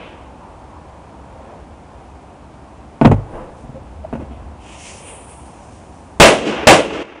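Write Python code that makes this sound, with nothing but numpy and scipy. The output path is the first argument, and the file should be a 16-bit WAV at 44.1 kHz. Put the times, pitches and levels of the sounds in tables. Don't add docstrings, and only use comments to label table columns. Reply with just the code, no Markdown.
import sys
import numpy as np
from scipy import signal
from scipy.fft import rfft, irfft
from scipy.io import wavfile

SR = 44100
rng = np.random.default_rng(int(sys.argv[2]) if len(sys.argv) > 2 else 0)


def transcribe(u):
    v = np.clip(np.atleast_2d(u).T, -1, 1)
    q = np.round(v * 32767).astype(np.int16)
    wavfile.write(sys.argv[1], SR, q)


N = 317516
T = np.arange(N) / SR


def gain(db):
    return 10 ** (np.asarray(db) / 20)


def unit(x):
    return x / np.sqrt(np.mean(x ** 2))


def decay(start, fade, rise=0.0001):
    age = np.maximum(T - start, 0)
    return -np.expm1(-age / rise) * np.exp(-np.log(1000) * age / fade)


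def swell(start, full, end, sag_db_per_s, fade, bend=1):
    build = np.clip((T - start) / (full - start), 0, 1) ** bend
    sag = gain(-sag_db_per_s * np.maximum(T - full, 0))
    return build * sag * np.exp(-np.log(1000) * np.maximum(T - end, 0) / fade)


def colour(x, tone, size=4096):
    hz, db = np.transpose(tone)
    freqs = np.maximum(np.fft.rfftfreq(size, 1 / SR), 1)
    cepstrum = irfft(np.log(gain(np.interp(np.log(freqs), np.log(hz), db))))
    cepstrum[1:size // 2] *= 2
    cepstrum[size // 2 + 1:] = 0
    response = irfft(np.exp(rfft(cepstrum)))
    return signal.oaconvolve(x, response / np.linalg.norm(response))[:N]


def band(hz, width):
    b, a = signal.iirpeak(hz, hz / width, fs=SR)
    return unit(signal.lfilter(b, a, signal.lfilter(b, a, rng.standard_normal(N))))


def wander(per_second):
    points = rng.standard_normal(4096)
    return np.interp(T * per_second, np.arange(len(points)), points)


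def scatter(spread_db, clump_db):
    return unit(rng.standard_normal(N) * gain(spread_db * wander(830) + clump_db * wander(130)))


def shock(start, length):
    age = np.maximum(T - start, 0) / length
    return (T >= start) * (1 - age) * np.exp(-age)


# delay in seconds, level in dB.
PATIO_BOUNCES = [(0, 6.5), (.0019, -17.5), (.0036, -16.5), (.0061, -13.5), (.0092, -11), (0.0135, -9.5),
                 (0.022, -18)]
def patio(x):
    copies = sum(gain(db) * np.interp(T - delay, T, x, left=0) for delay, db in PATIO_BOUNCES)
    return copies / np.linalg.norm([gain(db) for delay, db in PATIO_BOUNCES])


def rumble():
    steady = gain(-46.5) * band(hz=65.4, width=20)
    rise = gain(-33) * swell(start=3.5, full=4, end=4.5, sag_db_per_s=4.5, fade=0.88)
    even_bass = unit(np.tanh(band(hz=68.4, width=24.5)))
    return steady + rise * even_bass


# frequency in Hz, relative level in dB.
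HUM_TONE = [(15, -47), (25, -21), (40, -9), (60, -2.5), (77, -2), (107, -7), (299, -8), (425, -15),
            (470, -15), (756, -10.5), (972, -17.5), (1910, -29.5), (2520, -29.5), (3960, -38.5),
            (10000, -42), (13000, -92), (22000, -120)]
# loudest moment in seconds, half length in seconds, roar in dB, higher whoosh in dB.
ROAR_SWELLS = [(0, 0.17, -41, -49), (0.847, .45, -49.5, -47.5), (1.486, 0.085, -40.5, -69),
               (5.1, 0.19, -42.5, -52)]
def background():
    roar_power, whoosh_power = gain(-52) ** 2, gain(-50) ** 2
    for when, half_length, roar_db, whoosh_db in ROAR_SWELLS:
        hump = np.exp(-((T - when) / half_length) ** 2)
        roar_power += hump * gain(roar_db) ** 2
        whoosh_power += hump * gain(whoosh_db) ** 2
    hum = unit(colour(rng.standard_normal(N), HUM_TONE)) * gain(-40)
    roar = band(hz=560, width=520) * np.sqrt(roar_power) * gain(2 * wander(25))
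    whoosh = band(hz=930, width=317) * np.sqrt(whoosh_power) * gain(2 * wander(25) + 2 * wander(5))
    return hum + roar + whoosh + rumble()


# loudest moment in seconds, level in dB, pitch in Hz, rise and fall time in seconds.
FAR_POPS = [(3.767, -26, 533, 0.009), (4.05, -18, 632, 0.0041)]
def pops():
    out = 0
    for when, db, hz, length in FAR_POPS:
        note = np.sin(2 * np.pi * hz * (T - when)) + 0.3 * band(hz, width=260)
        out += gain(db) * np.exp(-np.abs(T - when) / length) * note
    return out


# centre in Hz, width in Hz.
HISS_BANDS = [(2620, 1540), (6400, 4100), (9200, 2300)]
HISS_BENDS = [0.96, 1.06, 0.95]
# how fast each weakens after building up, in dB per second.
HISS_SAGS = [33, 14.5, 9.5]
HISSES = [(-.2, 0.034, .09, -43.5, -85, -85), (3.25, 3.38, 3.33, -55, -68, -61),
          (3.53, 3.58, 3.59, -79, -62, -64), (4.28, 4.347, 4.3, -53, -74, -80),
          (4.577, 4.715, 4.76, -43.5, -49, -55.5), (4.71, 4.865, 4.94, -41.5, -41.5, -46.5),
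          (4.955, 5.077, 5.13, -43.5, -60, -40.5), (5.098, 5.31, 5.37, -53.5, -59, -46),
          (5.2, 5.623, 6.23, -58, -57, -60.5)]
def rocket_and_hisses():
    rush, hiss, sizzle = [band(hz, width) for hz, width in HISS_BANDS]
    rush = signal.sosfilt(signal.butter(6, 3560, "low", fs=SR, output="sos"), rush)
    low_roar = gain(-6.5) * band(hz=560, width=460)
    out = 0
    for k, noise in enumerate([rush + low_roar, hiss, sizzle]):
        power = 0
        for start, full, end, *levels_db in HISSES:
            shape = swell(start, full, end, HISS_SAGS[k], fade=0.69, bend=HISS_BENDS[k])
            power += (gain(levels_db[k]) * shape) ** 2
        out += noise * np.sqrt(power)
    sputter = gain(1.2 * wander(45))
    return patio(sputter * out)


# frequency in Hz, relative level in dB.
CRACK_TONE = [(40, -8), (200, 8.5), (600, 4.5), (1000, -5.5), (1600, -17.5), (2600, -18.5), (4500, -40),
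              (7000, -37.5), (10000, -42.5)]
STREET_TONE = [(40, 8.5), (200, -4.5), (520, 2.5), (950, -3), (1600, -16.5), (2600, -25.5), (4500, -42),
               (10000, -46)]
# pitch in Hz, level in dB, fade time in seconds.
BOOM_NOTES = [(52, -17, 0.32), (102.4, -12, 0.29), (130.6, -6.5, 0.32), (145, -10, 0.14),
              (230.7, -0.5, 0.076), (257.5, -9, 0.097), (380, -20, 0.076), (649, -2, 0.032),
              (870, -6.5, 0.042), (1030, -14, 0.035), (1467, -13.5, 0.12), (2450, -5, .04)]
# delay in seconds, push change in dB, times the push is stretched, crack change in dB.
BOOM_ROUTES = [(0, 0.5, 0.86, 2), (.0042, -3, 1.87, -9), (0.0172, -5.5, 8, -15), (0.0473, -7.5, 9, -28),
               (.0674, -3, 8, -30)]
# delay in seconds, level change in dB, rise and fade times in seconds.
STREET_ANSWERS = [(.007, -33, 0.0064, 1), (0.261, -25, 0.058, 0.56)]
# start in seconds, level in dB, push length before stretching in seconds,
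# crack in dB above that level, the crack's fade time in seconds.
HIDDEN_BLASTS = [(3.0135, -2, 0.0003, -7.5, 0.12), (3.0482, -5.5, 0.00021, 5, 0.034),
                 (3.0533, 6, 0.00034, -2.5, 0.063), (3.1136, -9.5, 0.001, 3, 0.07),
                 (3.639, -19.5, 0.0048, -16, .05), (3.693, -17, 0.0069, -30, 0.055),
                 (3.746, -25, 0.003, -15, 0.11), (4.128, -19, 0.00033, -5.5, 0.14),
                 (4.154, -24, 0.00013, -1.5, 0.096), (4.199, -27.5, 0.00064, -2.5, 0.29),
                 (4.31, -30, 0.0014, -10, 0.31)]
def booms():
    push, crack_power, street_power = 0, 0, 0
    for start, db, length, crack_db, crack_fade in HIDDEN_BLASTS:
        for delay, route_db, stretch, route_crack_db in BOOM_ROUTES:
            stretched = length * stretch
            push += 2 * gain(db + route_db) * shock(start + delay, stretched) / (stretched * SR)
            crack_shape = decay(start + delay, crack_fade, rise=0.0012)
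            crack_power += (gain(db + crack_db + route_crack_db) * crack_shape) ** 2
        for delay, echo_db, rise, fade in STREET_ANSWERS:
            street_power += (gain(db + echo_db) * decay(start + delay, fade, rise)) ** 2
    t = T[:SR]
    ring = sum(gain(db) * np.cos(2 * np.pi * hz * t) * np.exp(-np.log(1000) * t / fade)
               for hz, db, fade in BOOM_NOTES)
    muffle = signal.butter(2, 1100, "low", fs=SR, output="sos")
    body = signal.sosfilt(muffle, signal.oaconvolve(push, ring)[:N])
    cracks = colour(np.sqrt(crack_power) * scatter(spread_db=2.5, clump_db=3), CRACK_TONE)
    echoes = colour(np.sqrt(street_power) * scatter(spread_db=2, clump_db=1.5), STREET_TONE)
    return body + patio(cracks + echoes)


# frequency in Hz, relative level in dB.
GARDEN_TONE = [(30, -22.5), (100, -11.5), (250, -4.5), (430, -5), (620, 3), (950, -8), (1700, -13),
               (2800, -12.5), (4300, -24.5), (7000, -24.5), (10000, -28.5)]
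HOUSE_TONE = [(30, -20.5), (120, -11.5), (280, 4), (550, 2.5), (950, -14), (1700, -20), (2900, -11.5),
              (4200, -25.5), (6500, -28), (8500, -35), (10000, -42.5)]
ROLL_TONE = [(40, -47), (130, -9), (330, 4.5), (600, 1.5), (1100, -4), (1900, -8.5), (2700, -5.5),
             (3300, -13.5), (4200, -27), (6000, -28), (8000, -45), (10000, -47)]
# delay in seconds, level change in dB, rise and fade times in seconds.
HOUSE_ECHOES = [(0.045, -17, .002, 0.078), (0.103, -18, 0.0024, 0.14), (.123, -18.5, 0.001, 0.12),
                (0.138, -26.5, 0.012, 1), (0.251, -27.5, 0.0057, 0.51)]
# delay in seconds, level change in dB.
LAWN_CRACKERS = [(6.1996, 13, 0.28, -1, 0.263, -24.5), (6.6702, 10.5, 0.26, -3.5, 0.322, -33.5)]
def crackers():
    direct, garden_power, house_power = 0, 0, 0
    roll_power = (gain(-32.5) * decay(start=-0.046, fade=1)) ** 2
    for start, db, scatter_fade, echo_db, slap_delay, slap_db in LAWN_CRACKERS:
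        direct += gain(db + 8.5) * shock(start, length=0.0013)
        garden_power += (gain(db) * decay(start, scatter_fade)) ** 2
        roll_power += (gain(db + echo_db - 29) * decay(start + 0.21, fade=2.1, rise=0.12)) ** 2
        house_power += (gain(db + slap_db) * decay(start + slap_delay, fade=0.4, rise=0.011)) ** 2
        for delay, wall_db, rise, fade in HOUSE_ECHOES:
            house_power += (gain(db + echo_db + wall_db) * decay(start + delay, fade, rise)) ** 2
    garden = colour(np.sqrt(garden_power) * scatter(spread_db=4.5, clump_db=-0.5), GARDEN_TONE)
    houses = colour(np.sqrt(house_power) * scatter(spread_db=3, clump_db=0.5), HOUSE_TONE)
    roll = colour(np.sqrt(roll_power) * scatter(spread_db=2, clump_db=2.5), ROLL_TONE)
    return patio(direct + garden + houses + roll)


def scene():
    return (crackers() + booms() + pops() + rocket_and_hisses() + background())[None]


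def cut_treble(x, hz):
    return signal.sosfilt(signal.ellip(8, 0.2, 70, hz, fs=SR, output="sos"), x)


# time in seconds, level in dB.
END_DROP = [(7.028, 0), (7.033, -9.5), (7.2, -11)]
def record(dry):
    x = signal.sosfilt(signal.butter(2, 24, "high", fs=SR, output="sos"), dry)
    squashed = x / (1 + x ** 8) ** (1 / 8)
    clipped = np.clip(cut_treble(squashed, hz=10200), -0.95, 0.95)
    times, levels_db = np.transpose(END_DROP)
    drop = gain(np.interp(T, times, levels_db))
    return cut_treble(clipped * drop, hz=15600)


dry = scene()
out = record(dry)
transcribe(out)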